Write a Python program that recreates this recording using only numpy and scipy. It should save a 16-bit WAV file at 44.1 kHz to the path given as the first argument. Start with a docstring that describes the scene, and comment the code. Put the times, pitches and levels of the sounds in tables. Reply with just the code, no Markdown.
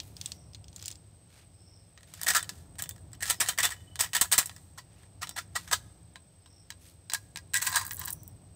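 """Shaking and pouring a box of sugar beans

A hand sets hard candy balls on a soft mat, shakes a small plastic box of sugar beans, works the lid
off and pours the beans into a palm. Each impact is a brief impulse: the solid balls only click, while
the beans excite the modes of the box walls and land in dense showers. The lid moves by stick-slip
friction. A close microphone adds a bright treble peak; the quiet room rumbles and faintly whistles."""
import sys
import numpy as np
from scipy import signal
from scipy.fft import rfft, irfft
from scipy.io import wavfile

SR = 44100
rng = np.random.default_rng(int(sys.argv[2]) if len(sys.argv) > 2 else 0)


def unload_audio(sound):
    """Save the sound as a 16-bit wav file, at the path given as the first command line argument."""
    columns = np.transpose(np.atleast_2d(sound))
    # keep every value between -1 and 1, then stretch to whole-number steps
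    steps = np.round(np.clip(columns, -1, 1) * 32767)
    wavfile.write(sys.argv[1], SR, steps.astype(np.int16))


N = 377055
TIME = np.arange(N) / SR
RING = np.arange(5120) / SR  # time axis of one impact, in seconds
LID_OFF_S = 5.8


def undb(db):
    """Amplitude grows tenfold for every 20 dB."""
    return 10 ** (np.asarray(db) / 20)


def unit(x):
    """Normalisation to an energy of one."""
    return x / np.sqrt(np.sum(x ** 2) + 1e-18)


def add(track, s, x):
    """Superposition: x joins the track from time s."""
    i = max(int(s * SR), 0)
    track[i:i + len(x)] += x[:N - i]


def spectrum_db(points, hz):
    """Interpolation of (Hz, dB) points on a log-frequency axis."""
    f, db = np.transpose(points)
    return np.interp(np.log(hz + 1), np.log(f), db)


def minimum_phase(db):
    """Folding the cepstrum gives the shortest causal response with this spectrum."""
    cepstrum = irfft(np.log(undb(db)))
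    half = len(cepstrum) // 2
    folded = np.r_[cepstrum[0], 2 * cepstrum[1:half], np.zeros(half)]
    return irfft(np.exp(rfft(folded)))


def noise(colour):
    """Spectral shaping of white noise, rms one."""
    gain = undb(spectrum_db(colour, np.fft.rfftfreq(N, 1 / SR)))
    x = irfft(rfft(rng.standard_normal(N)) * gain, N)
    return x / x.std()


def resonate(x, hz, width_hz):
    """A second-order resonance, gain one at its centre."""
    return signal.lfilter(*signal.iirpeak(hz, hz / width_hz, fs=SR), x)


def narrow_noise(hz, width_hz):
    """Narrow-band noise is heard as a wavering tone; rms one."""
    x = resonate(resonate(rng.standard_normal(N), hz, width_hz), hz, width_hz)
    return x / x.std()


def dying_noise(t, t60):
    """Densely overlapping modes or echoes sum to exponentially decaying noise."""
    return unit(rng.standard_normal(len(t)) * np.exp(-np.log(1000) * t / t60))


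def tick(t, length_s):
    """Dispersion: bending waves carry the treble first, so a blow arrives as a tiny downward sweep."""
    u = np.clip(t / length_s, 0, 1)
    phase = np.pi * SR * length_s * (u - u ** 2 / 2)
    return unit(np.sin(phase) * np.sqrt(u * (1 - u)))


def modal_ring(modes, longest_t60=.09):
    """Damped normal modes: the place of the blow weights them and the grip detunes them a little."""
    hz, db, t60 = np.transpose(modes)[:, :, None]
    weight = undb(db + 4.84 * rng.standard_normal(hz.shape))
    amplitude = weight * rng.choice([-1, 1], hz.shape) / np.sqrt(t60)
    hz = hz * (1 + 0.0086 * rng.standard_normal(hz.shape))
    decay = np.exp(-np.log(1000) * RING / np.minimum(t60, longest_t60))
    return unit(np.sum(amplitude * np.sin(2 * np.pi * hz * RING) * decay, axis=0))


def contact(modes, colour, body_db, top_db, ring_db, body_hz=1480, body_octaves=.85, scatter_db=2.5,
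            flutter_db=1, flutter_t60=.028, near_db=-5.5, near_t60=.115, tick_s=.0011):
    """Impulse response of a hard impact: tick, main modes, dense shell flutter and nearby echoes."""
    ring = undb(ring_db) * modal_ring(modes)
    flutter = undb(flutter_db) * dying_noise(RING, flutter_t60)
    echoes = undb(near_db) * dying_noise(RING, near_t60)
    impact = tick(RING, tick_s) + ring + flutter + echoes
    # wall blows have a hollow body, glancing ones have treble; no two are coloured alike
    hz = np.fft.rfftfreq(1024, 1 / SR)
    body = body_db * np.exp(-(np.log2((hz + 1) / body_hz) / body_octaves) ** 2)
    treble = top_db * (1 - 1 / (1 + (hz / 6500) ** 6))
    ripple = scatter_db * signal.resample(rng.standard_normal(20), len(hz))
    response = minimum_phase(spectrum_db(colour, hz) + body + treble + ripple)
    return unit(signal.fftconvolve(impact, response)[:len(RING)])


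def rattle(force, rate, walls, knock_db, top_db, knock_hz, knock_octaves, ring_db, spots=4):
    """A Poisson process of impacts on several wall spots, denser and stronger with force; energy one."""
    density = force ** .4
    out = 0
    for _ in range(spots):
        gaps = rng.exponential(spots / rate, size=160)
        signs = np.sign(rng.standard_normal(160))
        sizes = undb(4 * rng.standard_normal(160))
        onsets = np.searchsorted(np.cumsum(density) / SR, np.cumsum(gaps))
        blows = np.bincount(onsets, signs * sizes, len(force))[:len(force)]
        spot = contact(*walls, knock_db, top_db, ring_db, knock_hz, knock_octaves,
                       flutter_db=-1.5, near_db=0)
        out = out + signal.fftconvolve(blows * force / np.sqrt(density + 1e-18), spot)
    return unit(out)


# Spectra of the room's hiss and rumble. Each row: frequency in Hz, relative level in dB.
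HISS_COLOUR = [(100, 12), (600, 13.5), (1000, 3.5), (2200, 3.5), (3500, 3.5), (5500, 3.5), (6800, -3),
               (8200, 1.5), (9800, -6.5), (12000, -9), (15500, -4.5)]
RUMBLE_COLOUR = [(20, -50), (40, -18.5), (60, -5), (85, 1), (105, 1.5), (130, -8.5), (165, -4.5),
                 (220, -19), (300, -16.5), (450, -26), (700, -23.5), (1200, -34.5), (4000, -70)]
# Drift of the rumble. Each row: time in seconds, rms level in dB.
RUMBLE_LEVELS = [(0, -50.5), (.9, -53.5), (1.2, -57.5), (2.0, -58), (2.5, -49.5), (3.6, -51.5),
                 (4.7, -55.5), (5.8, -51), (6.3, -59.5), (7.302, -55), (8.101, -48), (8.55, -54)]

def background(hiss_db=-68, whine_db=-66):
    """Ambient noise: a drifting low rumble, a broadband hiss and a thin narrow-band whine."""
    s, db = np.transpose(RUMBLE_LEVELS)
    rumble = undb(np.interp(TIME, s, db)) * noise(RUMBLE_COLOUR)
    hiss = undb(hiss_db) * noise(HISS_COLOUR)
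    whine = undb(whine_db) * narrow_noise(8193, width_hz=190)
    return rumble + hiss + whine


# A faint, far-off whistle. Each row: centre in seconds, half length in seconds, pitch in Hz, level in dB.
WHISTLES = [(.38, .1, 5650, -63), (1.72, .13, 5400, -63), (3.37, .06, 5200, -60), (3.89, .19, 3000, -63),
            (5.33, .08, 5550, -61), (6.56, .1, 5500, -63), (8.21, .09, 5900, -62)]

def whistles(gain_db=-2, arch=0.03, blur_hz=650):
    """Modulation: each thin note rises and falls; higher ones arch further and flutter faster."""
    out = np.zeros(N)
    for s, half, hz, db in WHISTLES:
        t = np.arange(-int(3 * half * SR), int(3 * half * SR)) / SR
        agility = (hz / 5500) ** 3
        pitch = hz * (1 - arch * agility * (t / half) ** 2)
        tone = np.sin(2 * np.pi * np.cumsum(pitch) / SR)
        flutter = np.interp((t - t[0]) * blur_hz * agility, np.arange(1024), rng.standard_normal(1024))
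        swell = undb(db + gain_db) * np.sqrt(3) * np.exp(-(t / half) ** 2)
        add(out, s + t[0], swell * flutter * tone)
    return out


# Skin brushing the mat and the box.
# Each row: centre in seconds, half length in seconds, level in dB, band centre in Hz.
RUSTLES = [(0.052, 0.079, -60, 7050), (0.259, 0.087, -55.5, 4800), (0.846, 0.092, -56.5, 3500),
           (1.374, 0.069, -60, 2000), (2.201, 0.11, -56, 3000), (2.548, 0.086, -61.5, 5070),
           (4.987, 0.078, -64.5, 1760), (5.619, 0.062, -55.5, 3960), (6.869, 0.059, -58, 5200)]

def rustles(grain_db=3, relative_width=2.1):
    """Sliding friction: skin catches and slips, making a soft grainy hiss."""
    out = np.zeros(N)
    for s, half, db, hz in RUSTLES:
        t = np.arange(-int(2 * half * SR), int(2 * half * SR)) / SR
        grain = undb(grain_db * signal.resample(rng.standard_normal(80), len(t)))
        hiss = resonate(rng.standard_normal(len(t)) * grain, hz, hz * relative_width)
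        stroke = undb(db) * np.exp(-(t / half) ** 2) * hiss / hiss.std()
        add(out, s + t[0], stroke[s + t > 0])
    return out


# Jolts of the box against the hand. Each row: start in seconds, level in dB.
THUDS = [(3.631, -46), (4.01, -31), (4.216, -19), (4.384, -16), (5.726, -37)]

def thuds(hz=260, t60=0.0042):
    """Heavy damping: the fingers stop a low vibration at once, leaving a dull knock."""
    out = np.zeros(N)
    for s, db in THUDS:
        add(out, s, undb(db) * np.sin(2 * np.pi * hz * RING) * np.exp(-np.log(1000) * RING / t60))
    return out


# Modes of a hard candy. Each row: frequency in Hz, relative level in dB, 60 dB decay time in seconds.
CANDY_MODES = [(3400, -4, .014), (4300, -2, .02), (5050, 0, .022), (5900, -3, .018), (7200, -4, .016)]
# Spectrum of a ball's click. Each row: frequency in Hz, relative level in dB.
BALL_COLOUR = [(200, -10), (1000, -16), (2200, -10.5), (3300, -2.5), (5000, 1), (7000, -4.5),
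               (10500, -15.5), (12500, -26), (15000, -13)]
# Loud knocks in the hand and on the mat. Each row: start in seconds, level in dB, treble in dB.
BALL_KNOCKS = [(0.0014, -19, -17.5), (0.1671, -28, -3), (0.213, -19.5, -7), (0.2592, -17.5, -1),
               (0.3188, -19.5, -8), (0.5473, -27.5, -14), (0.7616, -26, -1), (0.8253, -27, -2),
               (0.858, -20, 4), (0.8808, -18, -1.5), (0.9137, -25, 1)]
# Softer jostling. Each row: start in seconds, end in seconds, knocks per second, level in dB.
JOSTLES = [(0.502, .76, 20, -37.5), (0.778, .94, 45, -33.5)]

def balls(gain_db=7.5, top_offset_db=7, soft_top_db=-12):
    """Collisions of solid spheres: clicks with hardly any ring, soft ones between the loud."""
    out = np.zeros(N)
    soft = [(s + rng.random() / rate, db + 2 * rng.standard_normal(), soft_top_db)
            for start, end, rate, db in JOSTLES for s in np.arange(start, end, 1 / rate)]
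    for s, db, top in BALL_KNOCKS + soft:
        click = contact(CANDY_MODES, BALL_COLOUR, body_db=0, top_db=top + top_offset_db, ring_db=-8,
                        flutter_db=-1, flutter_t60=.026, near_db=-8, tick_s=.0007)
        add(out, s, undb(db + gain_db) * click)
    return out


# Spectrum of bean striking bean. Each row: frequency in Hz, relative level in dB.
BEAN_COLOUR = [(1000, -25), (4500, -18), (7000, -1.5), (9000, 3.5), (12000, 5.5), (15500, 13)]
# Distinct ticks in the palm. Each row: start in seconds, level in dB.
PALM_TICKS = [(7.999, -27.5), (8.057, -15.5), (8.105, -17.5), (8.131, -20), (8.233, -35.5), (8.278, -32.5)]

def palm(gain_db=15, start_s=7.64, end_s=8.14, small_db=-30, count=40):
    """Damping by the soft hand leaves only tiny bright ticks as poured beans drop on each other."""
    out = np.zeros(N)
    small = zip(rng.uniform(start_s, end_s, count), small_db + 3 * rng.standard_normal(count))
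    for s, db in [*PALM_TICKS, *small]:
        click = contact(CANDY_MODES, BEAN_COLOUR, body_db=0, top_db=0, ring_db=-20, scatter_db=4,
                        flutter_db=-3, flutter_t60=.018, near_db=-11, tick_s=.0006)
        add(out, s, undb(db + gain_db) * click)
    return out


# Wall modes of the closed and the open box.
# Each row: frequency in Hz, relative level in dB, 60 dB decay time in seconds (capped in modal_ring).
CLOSED_MODES = [(722, -2, 0.021), (753, -24, 0.062), (981, -7.5, 0.085), (1100, -5.5, .06),
                (1250, -3.5, 0.031), (1361, -9, .06), (1526, -17.5, 0.067), (1697, -2, 0.052),
                (1871, 1.5, 0.029), (1951, -6.5, 0.089), (3060, -8, .045), (3573, -9.5, 0.12),
                (3990, -14.5, .08), (4700, -13.5, 0.098), (5487, -12, 0.088), (6900, -21, 0.11),
                (7980, -7, 0.027)]
OPEN_MODES = [(720, -13, 0.16), (900, -2.5, 0.027), (942, 4, 0.071), (1036, 9, 0.13), (1174, -3, 0.23),
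              (1350, -9.5, 0.054), (1626, 7.5, 0.075), (1803, 5.5, 0.01), (1942, 2, 0.21),
              (3950, 2.5, 0.06), (4140, -4, 0.17), (4750, -1.5, 0.21), (5650, -13, 0.024),
              (6500, -17, 0.056)]
# Spectra of one impact on the closed and the open box. Each row: frequency in Hz, relative level in dB.
CLOSED_COLOUR = [(150, -14.5), (450, -8), (720, -4.5), (1000, -2), (1160, -7.5), (1330, -0.5), (1850, -1.5),
                 (2300, 1), (3500, 3), (6000, 1), (8800, -0.5), (10500, -6), (12300, -6.5), (15500, -3.5)]
OPEN_COLOUR = [(150, -22), (500, -18.5), (700, -6), (1050, -8.5), (1170, -3.5), (1350, -3), (1900, -0.5),
               (2300, 0.5), (4000, 1), (6600, 0.5), (8200, 0), (12000, -8), (15500, -3)]

def box(s):
    """Boundary conditions set the modes and colour: the box rings differently once the lid is off."""
    return (CLOSED_MODES, CLOSED_COLOUR) if s < LID_OFF_S else (OPEN_MODES, OPEN_COLOUR)


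def settling(db=-35, start_s=2.0, end_s=5.1, count=22):
    """Weak random impacts: loose beans shift while the box is turned in the fingers."""
    out = np.zeros(N)
    for s in rng.uniform(start_s, end_s, count):
        gain = undb(db + 2 * rng.standard_normal())
        add(out, s, gain * contact(*box(s), body_db=2, top_db=-0.26, ring_db=-0.5))
    return out


def burst(t, hold_s, attack_s, release_s):
    """A force envelope: exponential rise up to time zero, hold, exponential decay."""
    return np.exp(np.minimum(t, 0) / attack_s - np.maximum(t - hold_s, 0) / release_s)


# Slips of the lid. Each row: start in seconds, length in seconds, level in dB,
# knock frequency in Hz (set by the grip).
LID_SLIPS = [(4.778, 0.0033, -15, 1050), (5.217, .018, -5, 1030), (5.3627, 0.0023, -11.5, 1100),
             (5.376, .014, -4.5, 1600), (5.555, .007, -0.1, 1110), (5.676, 0.0095, -18.5, 1290),
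             (5.713, 0.0074, -4, 1000), (5.7265, 0.0035, 6, 1150)]

def lid(gain_db=.5, slip_rate=1500, knock_db=7, knock_octaves=0.61, top_db=-3):
    """Stick-slip friction: the tight lid scrapes over the rim in short runs of tiny impacts."""
    out = np.zeros(N)
    t = np.arange(-SR // 50, SR // 10) / SR
    for s, hold, db, knock_hz in LID_SLIPS:
        force = burst(t, hold, attack_s=.002, release_s=.0055)
        scrape = rattle(force, slip_rate, box(s), knock_db, top_db, knock_hz, knock_octaves, ring_db=1)
        add(out, s + t[0], undb(db + gain_db) * scrape)
    return out


# Two runs of beans over the rim. Each row of a run: time in seconds, level in dB.
POURS = [
    [(7.69, -34.5), (7.698, -39), (7.766, -26), (7.79, -36), (7.89, -48)],
    [(7.96, -56), (8.008, -43.5), (8.068, -50.5), (8.076, -37), (8.12, -57)],
]

def pour(gain_db=1, rate=560, knock_db=9, knock_hz=1150, knock_octaves=0.74, top_db=0):
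    """Granular flow along the open box: the flow sets how many beans strike and how hard."""
    out = np.zeros(N)
    for run in POURS:
        s, db = np.transpose(run)
        flow = undb(np.interp(np.arange(s[0], s[-1], 1 / SR), s, db))
        force = flow / flow.max()
        stream = rattle(force, rate, box(s[0]), knock_db, top_db, knock_hz, knock_octaves, ring_db=2.5)
        add(out, s[0], undb(gain_db) * np.linalg.norm(flow) * stream)
    return out


# Lone beans striking the box. Each row: start in seconds, level in dB, treble in dB.
CLACKS = [(1.976, -32, -27), (2.0312, -35.5, -15), (2.138, -25, -1.5), (2.2144, -16.5, -4),
          (2.2327, -12.5, 1), (2.428, -18, -8), (2.4924, -15.5, -8.5), (2.822, -10, 4.5),
          (2.8583, -29, -15), (2.8915, -15.5, 6.5), (3.1316, -29.5, -8.5), (3.9566, -21.5, -9),
          (3.999, -14, -8), (4.1329, -13, -10.5), (4.318, -8, 3), (4.4586, -15, 7), (4.495, -23, -18),
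          (4.5632, -29.5, -9), (5.2716, -24, -16), (5.2923, -18.5, -5), (6.1575, -25, -20.5),
          (6.4597, -36.5, -22), (6.7037, -19.5, -15), (7.0983, -17, -13), (7.119, -19, -14),
          (7.135, -6.5, -6.5), (7.1466, -9, -6), (7.3589, -18, -16), (7.372, -19, -11), (7.7594, -4, -1.5),
          (7.9091, -16.5, -19.5)]

def clacks(gain_db=6, body_db=-2, top_offset_db=8, bounce_s=0.012, bounce_db=-11):
    """Inelastic rebound: a lone bean strikes the wall and bounces once, softer and duller."""
    out = np.zeros(N)
    for s, db, top in CLACKS:
        gain = undb(db + gain_db)
        add(out, s, gain * contact(*box(s), body_db, top + top_offset_db, ring_db=0.5))
        rebound_s = s + bounce_s * (.5 + rng.random())
        add(out, rebound_s, gain * undb(bounce_db) * contact(*box(s), body_db, top, ring_db=1))
    return out


# The shaken load slides, then lands; the last three rows are surges of beans poured from the open box. 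Each
# row: landing time in seconds, its length in seconds, slide before it in seconds, level in dB, hardness from 0
# (a tumble along the wall) to 1 (a square hit on the end), knock frequency in Hz (set by the grip).
LANDINGS = [(2.2803, 0.0049, 0.016, 7.5, 0.14, 1830), (2.303, 0.0033, 0.00026, 3, 0.16, 1590),
            (2.3487, 0.019, 0.013, 9.5, 0.1, 1400), (2.79, 0.0054, 0.0054, -9, 0.23, 1850),
            (3.2254, 0.0053, 0.019, -1, 0.12, 1850), (3.299, 0.0087, 0.043, 6, 0.75, 1510),
            (3.4045, 0.0082, .0035, 6.5, 0.5, 1750), (3.4867, 0.0032, 0.026, 3.5, 0.62, 1750),
            (3.586, 0.018, 0.0087, 5, 0.17, 1900), (3.632, 0.021, 0.0024, 8, 0.37, 1490),
            (3.705, .016, 0, -7.5, 0.2, 1870), (4.0068, 0.0033, .015, 6, 1, 1880),
            (4.035, .01, 0.0045, -5.5, 0.3, 1880), (4.1496, 0.016, .0117, 6, .45, 1950),
            (4.212, .003, 0, 8.5, 1, 1310), (4.3244, .0045, .009, 9, 1, 1390),
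            (4.334, 0.0058, 0.0012, -0.5, 0.3, 1650), (4.38, 0.0071, 0, 10.5, 1, 1870),
            (7.5423, 0.029, 0.0065, 6.5, 0.29, 1850), (7.6195, 0.0062, 0.0045, -0.5, 0.53, 1750),
            (7.667, 0.0042, 0.021, 3.5, 0.38, 1700)]

def landings(closed_rate=1700, open_rate=700, slide_db=-12, lead_db=-18, blow_top_db=5):
    """Collective impact: a leading bean ticks, the load slides, then showers between two sharp blows."""
    out = np.zeros(N)
    t = np.arange(-SR // 10, SR // 5) / SR
    for s, hold, slide, db, hardness, knock_hz in LANDINGS:
        landing = burst(t, hold, attack_s=.0015, release_s=.0085)
        sliding = undb(slide_db) * burst(t + slide, slide, attack_s=.001, release_s=.0085)
        # harder landings are brighter, with a weaker, broader knock and more energy in the blows
        top_db = np.interp(hardness, [0, 1], [-1, 4])
        knock_db = 1 + 13 * (1 - hardness) ** 2
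        octaves = np.interp(hardness, [0, 1], [0.28, 0.88])
        blow_share = np.interp(hardness, [0, 1], [0.17, 0.49])
        rate = closed_rate if s < LID_OFF_S else open_rate  # impacts per second at full force
        shower = rattle(landing + sliding, rate, box(s), knock_db, top_db, knock_hz, octaves, ring_db=-.5)
        add(out, s + t[0], undb(db) * np.sqrt(1 - blow_share) * shower)
        lead = contact(*box(s), body_db=0, top_db=-2, ring_db=-1)
        add(out, s - slide, undb(db + lead_db) * lead)
        for at in (s, s + hold):
            blow = contact(*box(s), knock_db, top_db + blow_top_db, ring_db=-7,
                           body_hz=knock_hz, body_octaves=octaves)
            add(out, at, undb(db) * np.sqrt(blow_share / 2) * blow)
    return out


def stragglers(drop_db=-18, gap_s=0.015, fade_db_per_s=-170, count=3):
    """Dissipation: after each landing a few beans drop into place, ever more softly."""
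    out = np.zeros(N)
    for s, hold, _, db, _, _ in LANDINGS:
        for late in gap_s * np.cumsum(.5 + rng.random(count)):
            click = contact(*box(s), body_db=4, top_db=-2, ring_db=4)
            add(out, s + hold + late, undb(db + drop_db + fade_db_per_s * late) * click)
    return out


def scene(room_db=-29, room_t60=0.84, resonance_db=3):
    """Direct impacts and weak reverberation, brightened by microphone resonance, over the soft noises."""
    direct = balls() + clacks() + landings() + stragglers() + settling()
    direct += lid() + pour() + palm() + thuds()
    reverberation = signal.fftconvolve(direct, dying_noise(TIME[:SR], room_t60))[:N]
    impacts = direct + undb(room_db) * reverberation
    bright = impacts + undb(resonance_db) * resonate(impacts, 8120, width_hz=1060)
    return (bright + rustles() + whistles() + background())[None]


def record(dry, cutoff_hz=15600):
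    """Soft saturation rounds the loudest peaks; a steep low-pass filter cuts the top."""
    lowpass = signal.ellip(10, .2, 70, cutoff_hz, fs=SR, output="sos")
    return signal.sosfilt(lowpass, np.tanh(dry))


dry = scene()
out = record(dry)
unload_audio(out)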